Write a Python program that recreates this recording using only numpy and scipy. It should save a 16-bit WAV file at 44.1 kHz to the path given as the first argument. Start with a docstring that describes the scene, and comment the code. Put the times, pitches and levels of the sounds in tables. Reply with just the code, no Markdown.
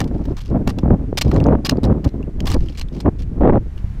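"""A long-handled skimmer clears slush from a fishing hole in lake ice, about a metre below the microphone.
First come small chops, each a crunch of tiny fractures, and light scrapes. From half a second on, gusts
buffet the microphone. Two dull knocks follow, then the hardest chops (1.2 and 1.7 s), and loose chips and
drops plink in the hole. After a longer drag at 2.5 s the chops thin out. The strongest gust comes at 3.5 s,
then a last low knock. A limiter holds the wind's peaks, and the open lake gives no echo."""
import sys
import numpy as np
from scipy import signal
from scipy.fft import rfft, irfft, next_fast_len
from scipy.io import wavfile
from scipy.ndimage import uniform_filter1d, minimum_filter1d, map_coordinates

SR = 44100
rng = np.random.default_rng(int(sys.argv[2]) if len(sys.argv) > 2 else 0)


def to_wav(s):
    """Save 16-bit WAV."""
    ch = np.atleast_2d(s).T  # columns
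    pcm = np.round(np.clip(ch, -1, 1) * 32767)  # PCM
    wavfile.write(sys.argv[1], SR, pcm.astype(np.int16))


N = 176400  # 4 seconds

# Faint background hiss, swelling near the end with a soft sleeve rustle.
# Each row: time in seconds, level in dB.
HISS_LEVELS = [(0, -51), (2.3, -52), (3.6, -52), (3.8, -48)]
# Tone of that hiss. Each row: frequency in Hz, level in dB.
HISS_TONE = [(100, 9), (2000, -6.5), (3500, -15.5), (6000, -19.5), (15000, -31.5)]
# Deep rumble under the wind. Each row: time in seconds, level in dB.
RUMBLE_LEVELS = [(0, -25.5), (1.7, -27), (2, -39.5), (2.62, -12), (2.72, -31), (2.86, -20), (2.96, -39),
                 (3.24, -19.5), (3.33, -28.5), (3.45, -7.5), (3.68, -26.5), (3.95, -23.5)]
# Tone of that rumble. Each row: frequency in Hz, level in dB.
RUMBLE_TONE = [(10, -3.5), (28, 2.5), (55, -2), (180, -17), (400, -55), (1000, -84)]
# Breeze between the gusts. 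Each row: time in seconds, strength in dB.
BREEZE_STRENGTHS = [(0, -27), (.18, -26.5), (.32, -27.5), (.37, -44), (.46, -45.5), (.52, -26), (.8, -27),
                    (1.02, -31), (1.22, -34.5), (1.3, -24), (1.62, -29), (1.94, -25), (2.1, -34.5),
                    (2.17, -26.5), (2.35, -37), (2.44, -28), (2.66, -36.5), (2.7, -28), (2.77, -45.5),
                    (3, -29.5), (3.15, -38), (3.3, -37), (3.38, -26), (3.62, -37.5), (3.92, -50), (4, -35)]
# Gusts. Each row: start in seconds, length in seconds, strength in dB, extra for large eddies in dB.
WIND_GUSTS = [(0.513, 0.02, -24, 3.5), (0.547, 0.028, -18, -2.5), (0.674, 0.022, -25, 7),
              (0.834, 0.056, -20.5, 3), (0.904, 0.042, -16.5, 5.5), (1.249, 0.052, -24, 8),
              (1.338, 0.094, -20, 3.5), (1.456, 0.1, -16, -2), (1.715, 0.021, -18.5, -3),
              (1.782, 0.005, -19.5, -4), (1.838, 0.09, -19, 2.5), (2.056, 0.021, -19, 4),
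              (2.546, 0.028, -19.5, -6), (3.055, 0.034, -16, -0.5), (3.409, 0.027, -15.5, -12),
              (3.442, 0.061, -11.5, -9.5), (3.525, 0.054, -16, -1.5)]
# Eddies (swirls of air) on the microphone. Each row: centre frequency in Hz, level at full wind in dB,
# dB gained for each dB of wind, flutter in dB.
EDDY_BANDS = [(55.7, -16, 0.9, 3), (129.4, -15.5, 1.22, 2), (246.6, -14.5, 1.1855, 5),
              (475.6, -19.5, 2.03, 2.5), (797, -29.5, 2.25, 11.5), (1710, -77, 7.5, 14)]
FULL_WIND_DB, GUST_EDGE_DB_PER_S = -16, 1582
LARGE_EDDY_HZ = 200  # eddies below this pitch count as large

# Knocks on the ice. Each row: start in seconds, level in dB, pitch in Hz.
ICE_KNOCKS = [(0.6764, 1.5, 189), (1.1283, -3, 430), (3.843, -4.5, 55.6)]
# Chips and drops landing. Each row: start in seconds, level in dB, pitch in Hz, fade time in cycles.
CHIP_PLINKS = [(1.1847, -20, 4760, 5.4), (1.211, -23, 2900, 6), (1.217, -8, 4300, 2.6),
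               (1.4024, -21.5, 2620, 3.3), (1.441, -24, 4730, 2.5), (1.4665, -32.5, 6300, 6.6),
               (1.6489, -15.5, 4800, 22), (1.663, -13, 3300, 3.4), (1.6958, -7, 4980, 6.2),
               (1.7716, -34, 4480, 5), (1.841, -21, 3800, 6.7), (2.228, -36.5, 2650, 9.9),
               (2.4044, -20, 3030, 3.1), (2.686, -28.5, 3060, 7.2), (2.886, -36, 3440, 5.6)]
SNAP_DB, SNAP_FADE_S = -13, 0.002  # the snap that starts a plink
# Hollow notes of the hole. Each row: pitch in Hz, width in Hz, level in dB.
HOLE_NOTES = [(780, 114, -0.5), (1145, 150, -0.5), (1805, 180, -6)]

# Strokes that crush the slush. Each row: start in seconds, length in seconds, level in dB,
# and how far the hole's ring lies above that level in dB.
SLUSH_STROKES = [(.003, 0.0023, -21.5, -4), (0.013, 0.0025, -32.5, 10.5), (0.041, 0.0034, -39.5, -16),
                 (.076, 0.0033, -46.5, -10), (.253, 0.0056, -45.5, 3), (0.368, .003, -40, -3),
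                 (0.375, 0.019, -44.5, -0.5), (0.405, 0.014, -44, -9), (0.458, .004, -45, -5),
                 (0.6742, 0.0057, -28.5, 3.5), (.686, .022, -36, 2.5), (0.7861, 0.0019, -30.5, 0),
                 (1.1733, 0.015, -20, -11), (1.2116, 0.011, -19.5, -14), (1.314, 0.0034, -36.5, 12.5),
                 (1.362, 0.0013, -33, 12), (1.651, 0.019, -25.5, -7), (1.6922, 0.0006, -21, -9),
                 (1.695, .0018, -14.5, -9.5), (1.833, 0.021, -39.5, -1), (2.043, 0.0088, -36.5, 0),
                 (2.4044, 0.00084, -31, -17), (2.455, .092, -36.5, -2.5), (2.469, 0.0096, -26, -4),
                 (2.516, 0.0028, -29, 1), (2.543, 0.003, -32.5, 5), (2.774, 0.017, -38, -15),
                 (2.794, 0.0041, -32.5, -21), (2.812, 0.0023, -26.5, -18), (3.002, 0.0062, -36, -3),
                 (3.7775, 0.0014, -40.5, -15)]
DRAG_S = 0.02  # strokes at least this long drag
RISE_S, RELEASE_S = 0.0003, 0.0015
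SETTLE_DB, SETTLE_S = -13.5, 0.011  # crumbs settling after each stroke
# Tone of breaking slush. Each row: frequency in Hz, level in dB.
SLUSH_TONE = [(150, -19), (500, 5.5), (1300, -8.5), (2800, 2), (5000, 0.5), (7000, -5.5), (10000, -14.5),
              (14000, -14), (16000, -22)]
CLUMP_DB, CLUMPS_PER_S = 5.5, 1100
GRAIN_HZ, GRAIN_SCATTER_DB = 4200, 4
# Light scrapes along the rim. Each row: start in seconds, length in seconds, level in dB.
RIM_SCRAPES = [(.12, 0.21, -61.5), (.37, 0.14, -55), (1.225, 0.16, -51), (2.07, 0.023, -52.5),
               (2.58, .2, -53), (2.925, 0.094, -52), (3.186, 0.05, -49.5)]
# Gritty tone of scraping. Each row: frequency in Hz, level in dB.
GRIT_TONE = [(800, -5), (2500, 3), (5500, -0.5), (7500, -10.5), (15000, -21)]
CATCH_DB, CATCHES_PER_S = 5.5, 85  # the skimmer sticks and slips
# Notes of the skimmer's cup. Each row: pitch in Hz, level in dB.
CUP_NOTES = [(1137, 2), (2300, -2.5), (2845, -4), (4160, -2.5), (4800, -6.5), (5200, -4), (5750, -8)]
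CUP_WIDTH_HZ = 54

CEILING, LIMITER_S, TOP_HZ = 0.94, 0.008, 15600


def amp(db):
    """Turn decibels into a gain."""
    return 10 ** (np.asarray(db) / 20)


def unit(x):
    """Scale a signal to an average (rms) level of 1."""
    return x / np.sqrt(np.mean(x ** 2) + 1e-20)


def curve(rows):
    """Join (time, value) points into one value per sample."""
    return np.interp(np.arange(N) / SR, *np.transpose(rows))


def wobble(per_s):
    """A smooth curve through per_s random points a second."""
    return map_coordinates(rng.standard_normal(8192), [np.arange(N) * per_s / SR], mode="wrap")


def jolts(per_s):
    """Unevenly spaced jolts; each hits at once and fades until the next."""
    count = np.cumsum(per_s * np.exp(0.5 * wobble(per_s))) / SR
    height = rng.uniform(-0.5, 0.5, 4096)[count.astype(int) % 4096]
    jolt = height - count % 1
    return unit(jolt - jolt.mean())


def filtered(x, response):
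    """Filter x; response gives the gain at each frequency in Hz."""
    size = next_fast_len(N + 8192)
    return irfft(rfft(x, size) * response(np.fft.rfftfreq(size, 1 / SR) + 0.01), size)[:N]


def noise(tone):
    """Noise of level 1, shaped by a tone table."""
    hz, db = np.transpose(tone)
    return unit(filtered(rng.standard_normal(N), lambda f: amp(np.interp(np.log(f), np.log(hz), db))))


def even(x, span_s):
    """Iron out swells slower than span_s, leaving a level of 1."""
    span = int(span_s * SR) + 1
    power = uniform_filter1d(uniform_filter1d(x * x, span), span)
    return unit(x / np.sqrt(abs(power) + 1e-9))


def rings(start_s, gain, hz, cycles, samples=800):
    """Add up short fading tones that bend slightly up in pitch."""
    t = np.arange(samples) / SR
    age = t * (hz / cycles)[:, None]
    bend = 1 + 0.016 * age
    tones = gain[:, None] * np.exp(-age) * np.sin(2 * np.pi * hz[:, None] * t * bend)
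    where = (start_s * SR).astype(int)[:, None] + np.arange(samples)
    return np.bincount(where.ravel(), tones.ravel(), N)[:N]


def bursts(rows, release_s):
    """A loudness curve from (start, length, dB) rows: each rises fast, holds, then fades."""
    t = np.arange(SR // 2) / SR
    power = np.zeros(N + SR)
    for start, length, db in rows:
        shape = np.clip(t / RISE_S, 0, 1) * np.exp(-np.maximum(t - length, 0) / release_s)
        power[int(start * SR):][:len(t)] += (amp(db) * shape) ** 2
    return np.sqrt(power[:N])


def background_hiss():
    """Faint background hiss, swelling near the end with a soft sleeve rustle."""
    return amp(curve(HISS_LEVELS)) * noise(HISS_TONE)


def wind():
    """Stronger wind sheds smaller eddies, so gusts sound brighter and rougher. A rumble rolls beneath."""
    t = np.arange(N) / SR
    puffs_db = 4 * np.tanh(2 * wobble(per_s=45))
    small_power = large_power = amp(curve(BREEZE_STRENGTHS) + puffs_db) ** 2
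    for start, length, db, large_db in WIND_GUSTS:
        outside_s = np.clip(np.maximum(start - t, t - start - length), 0, 0.5)
        gust_power = amp(db - GUST_EDGE_DB_PER_S * outside_s) ** 2
        small_power = small_power + gust_power
        large_power = large_power + gust_power * amp(large_db) ** 2
    flutter = jolts(per_s=170)
    sound = amp(curve(RUMBLE_LEVELS)) * even(noise(RUMBLE_TONE), span_s=0.053)
    for hz, db, growth, flutter_db in EDDY_BANDS:
        strength_db = 10 * np.log10(large_power if hz < LARGE_EDDY_HZ else small_power) - FULL_WIND_DB
        ragged = rng.standard_normal(N) * amp(flutter_db * flutter)
        band = filtered(ragged, lambda f: (1 + 1j * (f / hz - hz / f)) ** -3.176)  # keep what is near hz
        sound += amp(db + growth * strength_db) * even(unit(band), span_s=0.028)
    return filtered(sound, lambda f: 1 / np.sqrt(1 + (f / 4400) ** 10))  # cut above 4400 Hz


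def knocks():
    """Soft bumps against the thick ice, over in a cycle or two."""
    start, db, hz = np.transpose(ICE_KNOCKS)
    bumps = rings(start, amp(db), hz, cycles=0.57, samples=4000)
    return filtered(bumps, lambda f: 1 / (1 + 1j * f / 1800) ** 3)  # dull the treble


def plinks():
    """Chips and drops land, each with a snap and a brief ring."""
    start, db, hz, cycles = np.transpose(CHIP_PLINKS)
    hits = np.bincount((start * SR).astype(int), amp(db + SNAP_DB), N)
    fades = signal.lfilter([1], [1, -np.exp(-1 / (SNAP_FADE_S * SR))], hits)
    return rings(start, amp(db), hz, cycles) + fades * noise(SLUSH_TONE)


def hole():
    """Strokes that dig deep also ring the hollow of the hole."""
    def hollow(f):
        return sum((-1) ** k * amp(db) / (1 + 1j * (f * f - hz * hz) / (f * width))
                   for k, (hz, width, db) in enumerate(HOLE_NOTES))
    ring = even(filtered(rng.standard_normal(N), hollow), span_s=0.01)
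    digs = [(start, length, db + ring_db) for start, length, db, ring_db in SLUSH_STROKES]
    return ring * bursts(digs, 2 * RELEASE_S)


def ice_grains(per_s):
    """Bits of ice of random size ring briefly at random moments."""
    when, size, pitch = rng.random((3, 8000))[:, :int(per_s * N / SR)]
    hz = np.clip(GRAIN_HZ * (pitch / (1 - pitch)) ** 0.25, 800, TOP_HZ)
    gain = amp(-GRAIN_SCATTER_DB * np.log(size))
    return unit(rings(when * N / SR, gain, hz, cycles=4))


def skimmer():
    """Quick chops crush the slush at once; drags and scrapes stick and slip. All of them ring the cup."""
    fractures = unit(noise(SLUSH_TONE) * amp(CLUMP_DB * wobble(CLUMPS_PER_S)))
    crunch = even(fractures + amp(-1) * ice_grains(per_s=1800), span_s=0.002)
    crumbs = noise(GRIT_TONE) + amp(-3) * ice_grains(per_s=320)
    grit = even(crumbs * amp(CATCH_DB * jolts(CATCHES_PER_S)), span_s=0.06)
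    strokes = [row[:3] for row in SLUSH_STROKES]
    chops = bursts([row for row in strokes if row[1] < DRAG_S], RELEASE_S)
    drags = bursts([row for row in strokes if row[1] >= DRAG_S], RELEASE_S)
    drags *= unit(amp(CATCH_DB * jolts(2 * CATCHES_PER_S)))
    scrapes = bursts(RIM_SCRAPES, RELEASE_S)
    settling = amp(SETTLE_DB) * bursts(strokes, SETTLE_S)
    contact = np.hypot(chops, drags) * crunch + np.hypot(scrapes, settling) * grit

    def cup(f):
        return 1 + sum(amp(db) / (1 + 2j * (f - hz) / CUP_WIDTH_HZ) for hz, db in CUP_NOTES)
    return filtered(contact, cup)


def scene():
    """The work at the hole, the wind and a faint hiss, in one channel."""
    return (skimmer() + hole() + knocks() + plinks() + wind() + background_hiss())[None]


def record(dry):
    """A fast limiter turns down the loudest peaks, then the highest treble is cut."""
    span = int(LIMITER_S * SR) + 1
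    needed_gain = np.minimum(1, CEILING / (abs(dry[0]) + 1e-9))
    held_gain = minimum_filter1d(needed_gain, 2 * span)
    smooth_gain = uniform_filter1d(uniform_filter1d(held_gain, span), span)
    return filtered(dry[0] * smooth_gain, lambda f: 1 / np.sqrt(1 + (f / TOP_HZ) ** 120))[None]


dry = scene()
out = record(dry)
to_wav(out)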